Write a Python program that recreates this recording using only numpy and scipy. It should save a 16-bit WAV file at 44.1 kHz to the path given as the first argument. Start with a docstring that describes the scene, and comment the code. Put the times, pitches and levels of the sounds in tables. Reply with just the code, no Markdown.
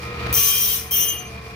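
"""A wood-lined workshop, a stereo pair of microphones beside a running bandsaw blade sharpener.
The motor hums, the drive rattles and whines thinly, and the tooth feed rubs and groans faintly.
Twice the spinning wheel dips into a tooth: it knocks once per turn, then grinds with a gritty hiss,
mostly on the left, while grit and friction set the steel band singing in a few shifting modes.
The walls carry each pass on for a moment."""
import sys
import numpy as np
from scipy import signal
from scipy.fft import rfft, irfft
from scipy.io import wavfile

SR = 44100
rng = np.random.default_rng(int(sys.argv[2]) if len(sys.argv) > 2 else 0)


def output_pcm(signal):
    """Save a mono or channel-first signal as 16-bit PCM at the path in sys.argv[1].

    Samples are clipped to [-1, 1] before scaling.
    """
    pcm = np.clip(np.atleast_2d(signal).T, -1, 1) * 32767
    wavfile.write(sys.argv[1], SR, np.round(pcm).astype(np.int16))


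N = 68355
T = np.arange(N) / SR

# how hard the machine runs: (time [s], bass level [dB], rattle level [dB])
RUNNING_LEVELS = [(0.0, -42, -38.5), (0.03, -35.5, -37), (0.17, -35, -36), (0.24, -30, -32.5),
                  (0.322, -27, -31), (0.348, -38, -36.5), (0.384, -30, -36), (0.414, -38, -42),
                  (0.676, -39.5, -43), (1.036, -39, -41), (1.088, -43, -42), (1.246, -38, -41.5),
                  (1.55, -40, -42)]
# steady tones of motor and wheel: (frequency [Hz], level [dB])
HUM_TONES = [(59, -9.5), (75.4, -7), (119.3, -5.5), (194.5, -16)]
# tones of the drive: (frequency [Hz], level before the wheel meets the blade [dB], level after [dB])
WHINE_TONES = [(448, -10, -4.5), (479, -4.5, -13), (1043, -13, -10), (1124, -15, -9), (1249, -5, -14),
               (1340, -9, -16), (1879, -12, -22), (2415, -6.5, -5.5), (2384, -8, -7.5)]
# spectra of the motor's rumble and the drive's rattle: (frequency [Hz], level [dB])
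RUMBLE_COLOUR = [(20, -35), (40, -32), (49, -15), (56, -6), (70, 2), (95, -5.5), (130, -5), (190, -2),
                 (260, -10.5), (420, -79)]
RATTLE_COLOUR = [(100, -17), (230, -16), (320, -1), (480, -5), (850, -6), (1550, -8), (2300, -4.5),
                 (3000, -11.5), (4600, -14), (7500, -28.5), (15500, -32.5)]
# how alike the machine is at the two microphones: (frequency [Hz], likeness [0-1])
MACHINE_LIKENESS = [(280, 0.98), (520, 0.77), (1000, 0.05)]
# rubs of the moving tooth feed: (middle [s], half length [s], level [dB])
FEED_RUBS = [(0.038, 0.047, -45.5), (1.32, 0.049, -49.5), (1.478, 0.075, -50.5)]
# spectrum of a rub: (frequency [Hz], level [dB])
RUB_COLOUR = [(2000, -39), (5000, 10.5), (7500, -2.5), (11000, 0), (16000, -10)]
# groans of the feed: (middle [s], half length [s], pitch [Hz], level [dB])
FEED_GROANS = [(0.886, 0.074, 737, -49.5), (1.233, 0.067, 724, -48.5), (1.35, 0.066, 680, -48),
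               (1.49, 0.061, 696, -50.5)]
# squeals of the band: (pitch in pass 1 [Hz], in pass 2 [Hz], roughness [0-1], left minus right [dB])
SQUEAL_MODES = [(1130, 1130, .2, 2), (2412, 2412, .25, 0), (2864, 2854, .3, 2), (3165, 3154, .35, 4),
                (5758, 5766, .55, 4), (6175, 6222, .45, 7)]
# one curve for each squeal: (time [s], level [dB])
SQUEAL_CURVES = [
    [(.33, -58), (.39, -40.5), (.5, -40), (.66, -58)],
    [(.3, -43), (.39, -30), (.47, -36), (.58, -33.5), (.68, -51)],
    [(.96, -66), (.99, -37), (1.06, -35.5), (1.11, -29), (1.2, -39.5), (1.32, -55)],
    [(.328, -48), (.378, -29.5), (.42, -39), (.5, -28), (.59, -27), (.66, -32.5), (.73, -32), (.77, -53),
     (.908, -60), (.911, -35), (.944, -24), (.965, -29), (.99, -45), (1.025, -31), (1.11, -32), (1.3, -60)],
    [(.328, -55), (.35, -28), (.5, -35), (.52, -42), (.55, -30), (.6, -37), (.635, -26), (.69, -41),
     (.8, -39), (.908, -71), (.911, -33), (1.03, -29), (1.1, -41), (1.28, -66)],
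    [(.33, -36), (.35, -26.5), (.44, -26), (.5, -25.5), (.53, -36), (.62, -34), (.75, -44), (.905, -56),
     (.925, -41), (1.035, -24), (1.06, -35.5), (1.09, -23), (1.165, -48), (1.19, -32), (1.235, -56),
     (1.265, -45), (1.32, -66)],
]
# the wheel's high spot striking the tooth: (time [s], level [dB])
WHEEL_KNOCKS = [(.3278, -9), (.3413, -5), (.3543, -12), (.3686, -7), (.9104, -12.5), (.9212, -13)]
# pressure of the wheel on the tooth in each pass: (time [s], level [dB])
PRESSURE_1 = [(.328, 2), (.342, -14), (.365, 1.5), (.40, -1), (.43, -1.5), (.465, 1.5), (.53, -3.5),
              (.68, -3), (.745, -5), (.756, -33)]
PRESSURE_2 = [(.909, -11.5), (0.919, 0.5), (.926, -1), (1.01, -2), (1.051, -8.5), (1.10, -10), (1.15, -37),
              (1.19, -43)]
# spectra of the grinding, one fizz and a scrape for each pass: (frequency [Hz], level [dB])
FIZZ_COLOUR = [(3000, -33), (5200, -12), (6300, -3), (7700, -31), (8700, -6.5), (10500, -7.5), (12000, 0.5),
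               (13400, 6), (14400, 9.5), (14900, 12), (15700, -12)]
SCRAPE_COLOURS = [
    [(300, -43), (1000, -6), (1800, -7.5), (3000, 1.5), (4400, -2), (5300, 4.5), (6800, -5), (15000, -4)],
    [(300, -40), (1000, -3.5), (1800, 7.5), (3000, 18), (4200, 3.5), (5800, -4), (15000, -18)],
]
# scrape before the band's ring is added: (level in pass 1 [dB], level in pass 2 [dB])
SCRAPE_LEVELS = [-36, -42.5]
# strong modes of the band: (frequency [Hz], level in pass 1 [dB], level in pass 2 [dB])
BLADE_MODES = [(2713, -24, -35), (2864, -21, -50), (3467, -23, -31), (3844, -22, -42), (3960, -25, -42),
               (4823, -27, -42), (5195, -26, -38), (5727, -17, -28), (6222, -18, -24), (9716, -19.5, -21),
               (10308, -14, -10.5), (11890, -26, -17), (12480, -23, -14), (13367, -18, -16),
               (14090, -20, -15), (14375, -10, -9), (15120, -17, -14)]
# damping of those modes: (frequency [Hz], bandwidth [Hz])
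MODE_WIDTHS = [(5000, 22), (14000, 24)]
# where the grinding sits between the microphones: (frequency [Hz], left minus right [dB])
GRIND_BALANCE = [(2500, -1), (6500, 7), (8800, 9.5), (10500, 6), (14500, 1), (16000, -1)]
# reverberation of the workshop: (frequency [Hz], time to fall 60 dB [s])
ROOM_DECAY = [(200, 1), (3000, 0.44), (10000, 0.44), (15000, 0.27)]

WHEEL_HZ, CONTACT_S = 74.74, WHEEL_KNOCKS[0][0]
FIZZ_DB = -20
WAVER_SHARE = .003  # pitch wander of whine and groans, as a share of the pitch


def amp(db):
    """Decibels to gain."""
    return 10 ** (np.asarray(db) / 20)


def unit(x):
    """Scales x to an RMS of one."""
    return x / np.sqrt(np.mean(abs(x) ** 2) + 1e-20)


def value_at(points, hz):
    """Reads a table along a logarithmic frequency axis."""
    f, value = np.transpose(points)
    return np.interp(np.log(hz + 1), np.log(f), value)


def envelope(points):
    """Gain from a level curve, silent outside it."""
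    return amp(np.interp(T, *np.transpose(points), left=-120, right=-120))


def colour(x, points):
    """Filters x by a spectrum."""
    return irfft(rfft(x) * amp(value_at(points, np.fft.rfftfreq(N, 1 / SR))), N)


def drift(rate_hz):
    """Random motion of unit size, up to about this rate."""
    f = np.fft.rfftfreq(N, 1 / SR)
    return unit(irfft(rfft(rng.standard_normal(N)) / (1 + (f / rate_hz) ** 4), N))


def swell(middle, half):
    """A smooth rise and fall."""
    return np.exp(-((T - middle) / half) ** 2)


def sides(db):
    """Left and right gains, db apart."""
    return amp(np.array([db, -db]).reshape(2, -1) / 2)


def paired(a, b, likeness):
    """Two channels of given likeness from two unrelated signals."""
    common, apart = a * np.sqrt((1 + likeness) / 2), b * np.sqrt((1 - likeness) / 2)
    return np.array([common + apart, common - apart])


def tone(hz, waver_hz, rate_hz, rough, likeness):
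    """A wavering tone, roughened a little differently at each microphone."""
    carrier = np.exp(2j * np.pi * np.cumsum(hz + waver_hz * drift(rate_hz)) / SR)
    a, b = [drift(rate_hz) + 1j * drift(rate_hz) for _ in range(2)]
    spread = np.exp(.5j * np.arccos(likeness) * np.array([[1], [-1]]))
    return unit((carrier * (spread + rough * paired(a, b, likeness) / np.sqrt(2))).real)


def machine():
    """The motor hums and rumbles near the centre; the drive rattles and whines wide across the pair."""
    times, bass_db, rattle_db = np.transpose(RUNNING_LEVELS)
    likeness = value_at(MACHINE_LIKENESS, np.fft.rfftfreq(N, 1 / SR))
    low, high = [irfft(paired(*rfft(rng.standard_normal((2, N))), likeness), N) for _ in range(2)]
    bass = amp(-4.5) * unit(colour(low, RUMBLE_COLOUR))
    for hz, db in HUM_TONES:
        bass += amp(db) * tone(hz, .8, rate_hz=7.8, rough=.09, likeness=value_at(MACHINE_LIKENESS, hz))
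    bass[0] = np.interp(T - .00027, T, bass[0])  # reaches the left microphone slightly later
    flutter = amp(1.5 * drift(74))
    rattle = amp(.5) * unit(colour(high * flutter, RATTLE_COLOUR))
    for hz, free_db, loaded_db in WHINE_TONES:
        whine = tone(hz, WAVER_SHARE * hz, rate_hz=23, rough=.43, likeness=value_at(MACHINE_LIKENESS, hz))
        rattle += amp(np.interp(T, [CONTACT_S, .45], [free_db, loaded_db])) * whine
    return bass * amp(np.interp(T, times, bass_db)) + rattle * amp(np.interp(T, times, rattle_db))


def feed(chatter_hz=118, chatter_db=4):
    """The tooth feed rubs, chatters and groans softly as it moves."""
    chatter = amp(chatter_db * np.cos(2 * np.pi * chatter_hz * T + .8 * drift(30)))
    rub = unit(colour(rng.standard_normal((2, N)) * chatter, RUB_COLOUR))
    out = rub * sum(amp(db) * swell(s, half) for s, half, db in FEED_RUBS)
    for s, half, hz, db in FEED_GROANS:
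        out += amp(db) * swell(s, half) * tone(hz, WAVER_SHARE * hz, rate_hz=26, rough=.5, likeness=.81)
    return out


def squeals(sputter_db=1.6):
    """Friction locks onto one mode of the band after another; the second tooth retunes some a little."""
    second_pass = T > PRESSURE_2[0][0]
    out = 0
    for (hz_1, hz_2, rough, pan_db), curve in zip(SQUEAL_MODES, SQUEAL_CURVES):
        pitch = np.where(second_pass, hz_2, hz_1)
        squeal = tone(pitch, waver_hz=.0014 * hz_1, rate_hz=48, rough=rough, likeness=.3)
        grip = unit(amp(sputter_db * np.minimum(drift(45), 1)))
        out += envelope(curve) * sides(pan_db) * grip * squeal
    return amp(.5) * out


def knocks(rise_s=.0001, decay_s=.0011):
    """The wheel's high spot hits the tooth: a sharp tick with a short pulse behind it."""
    out = np.zeros((2, N))
    for s, db in WHEEL_KNOCKS:
        age = np.maximum(T - s, 0)
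        pulse = np.minimum(age / rise_s, 1) * np.exp(-age / decay_s)
        out += amp(db) * pulse * rng.choice([-1, 1], (2, N))  # random signs make it a gritty crunch
        out[:, round(s * SR)] += 2 * amp(db)
    return colour(out, [(1000, -14), (9000, -9), (14000, 9.5)])


def grit(grains_per_s=14000, spread_db=2.5, runout_db=3.5, chatter_db=2.5):
    """Grains of the wheel tear at the steel, harder once per turn."""
    sizes = amp(spread_db * np.minimum(rng.exponential(1, (2, N)), 4))
    signs = rng.choice([-1, 1], (2, N))
    hits = rng.random((2, N)) < grains_per_s / SR
    grains = paired(*(sizes * signs * hits), likeness=.4)
    turn = np.cos(2 * np.pi * WHEEL_HZ * (T - CONTACT_S))
    return unit(grains * amp(runout_db * turn + chatter_db * drift(180)))


def grinding():
    """The wheel knocks, then fizzes and scrapes with the pressure; all of it rings the steel loop."""
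    pressures = [envelope(PRESSURE_1), envelope(PRESSURE_2)]
    fizz = unit(colour(grit(), FIZZ_COLOUR)) * amp(FIZZ_DB) * sum(pressures)
    scrape = 0
    for spectrum, db, pressure in zip(SCRAPE_COLOURS, SCRAPE_LEVELS, pressures):
        scrape += unit(colour(grit(), spectrum)) * amp(db) * pressure
    return steel_loop(fizz + knocks(), ring_db=-3.5) + steel_loop(scrape, ring_db=9)


def steel_loop(x, ring_db, modes=160, t60_s=.18):
    """Adds the ring of many uneven, closely spaced modes of the looped band."""
    t = np.arange(SR // 5) / SR
    hz = 900 + (np.arange(modes) + rng.random(modes)) * 15000 / modes
    weights = rng.uniform(.39, 1, (2, modes)) * np.exp(2j * np.pi * rng.random((2, modes)))
    ring = (weights @ np.exp(2j * np.pi * hz[:, None] * t)).real * amp(-60 * t / t60_s)
    ring /= np.linalg.norm(ring, axis=1, keepdims=True)
    return x + amp(ring_db) * signal.fftconvolve(x, ring, axes=1)[:, :N]


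def blade():
    """The grit rings the strong modes of the band; they stand out more as the pressure eases."""
    first, second = [grit() * amp(FIZZ_DB) * envelope(p) ** .8 for p in (PRESSURE_1, PRESSURE_2)]
    out = 0
    for hz, db_1, db_2 in BLADE_MODES:
        radius = np.exp(-np.pi * value_at(MODE_WIDTHS, hz) / SR)
        pole = radius * np.exp(2j * np.pi * hz / SR)
        force = amp(db_1) * first + amp(db_2) * second
        out += signal.lfilter([np.sqrt(2 * (1 - radius ** 2))], [1, -pole], force).real
    return out


def panned(x):
    """Places the steel between the microphones, pitch by pitch."""
    return irfft(rfft(x) * sides(value_at(GRIND_BALANCE, np.fft.rfftfreq(N, 1 / SR))), N)


def workshop(x, delay_s=.004):
    """Dense reflections from the wooden walls, the treble dying first."""
    echoes = rng.standard_normal((2, SR // 2)) * (rng.random((2, SR // 2)) < 1 / 8)
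    hz, t, spectra = signal.stft(echoes, SR, nperseg=256)
    decay = amp(-60 * t / value_at(ROOM_DECAY, hz)[:, None])
    tail = signal.istft(spectra * decay, SR)[1]
    tail *= np.arange(tail.shape[1]) / SR > delay_s
    tail /= np.linalg.norm(tail, axis=1, keepdims=True)
    return signal.fftconvolve(x, tail, axes=1)[:, :N]


def scene():
    """At the microphones: machine, feed and squeals direct, the ground steel also off the walls."""
    steel = panned(grinding() + blade())
    return machine() + feed() + squeals() + amp(-2.5) * (steel + amp(1) * workshop(steel))


def record(dry):
    """The band limit of the recorder."""
    lowpass = signal.firwin(801, cutoff=15780, window=("kaiser", 8), fs=SR)
    return signal.oaconvolve(dry, lowpass[None], "same")


dry = scene()
out = record(dry)
output_pcm(out)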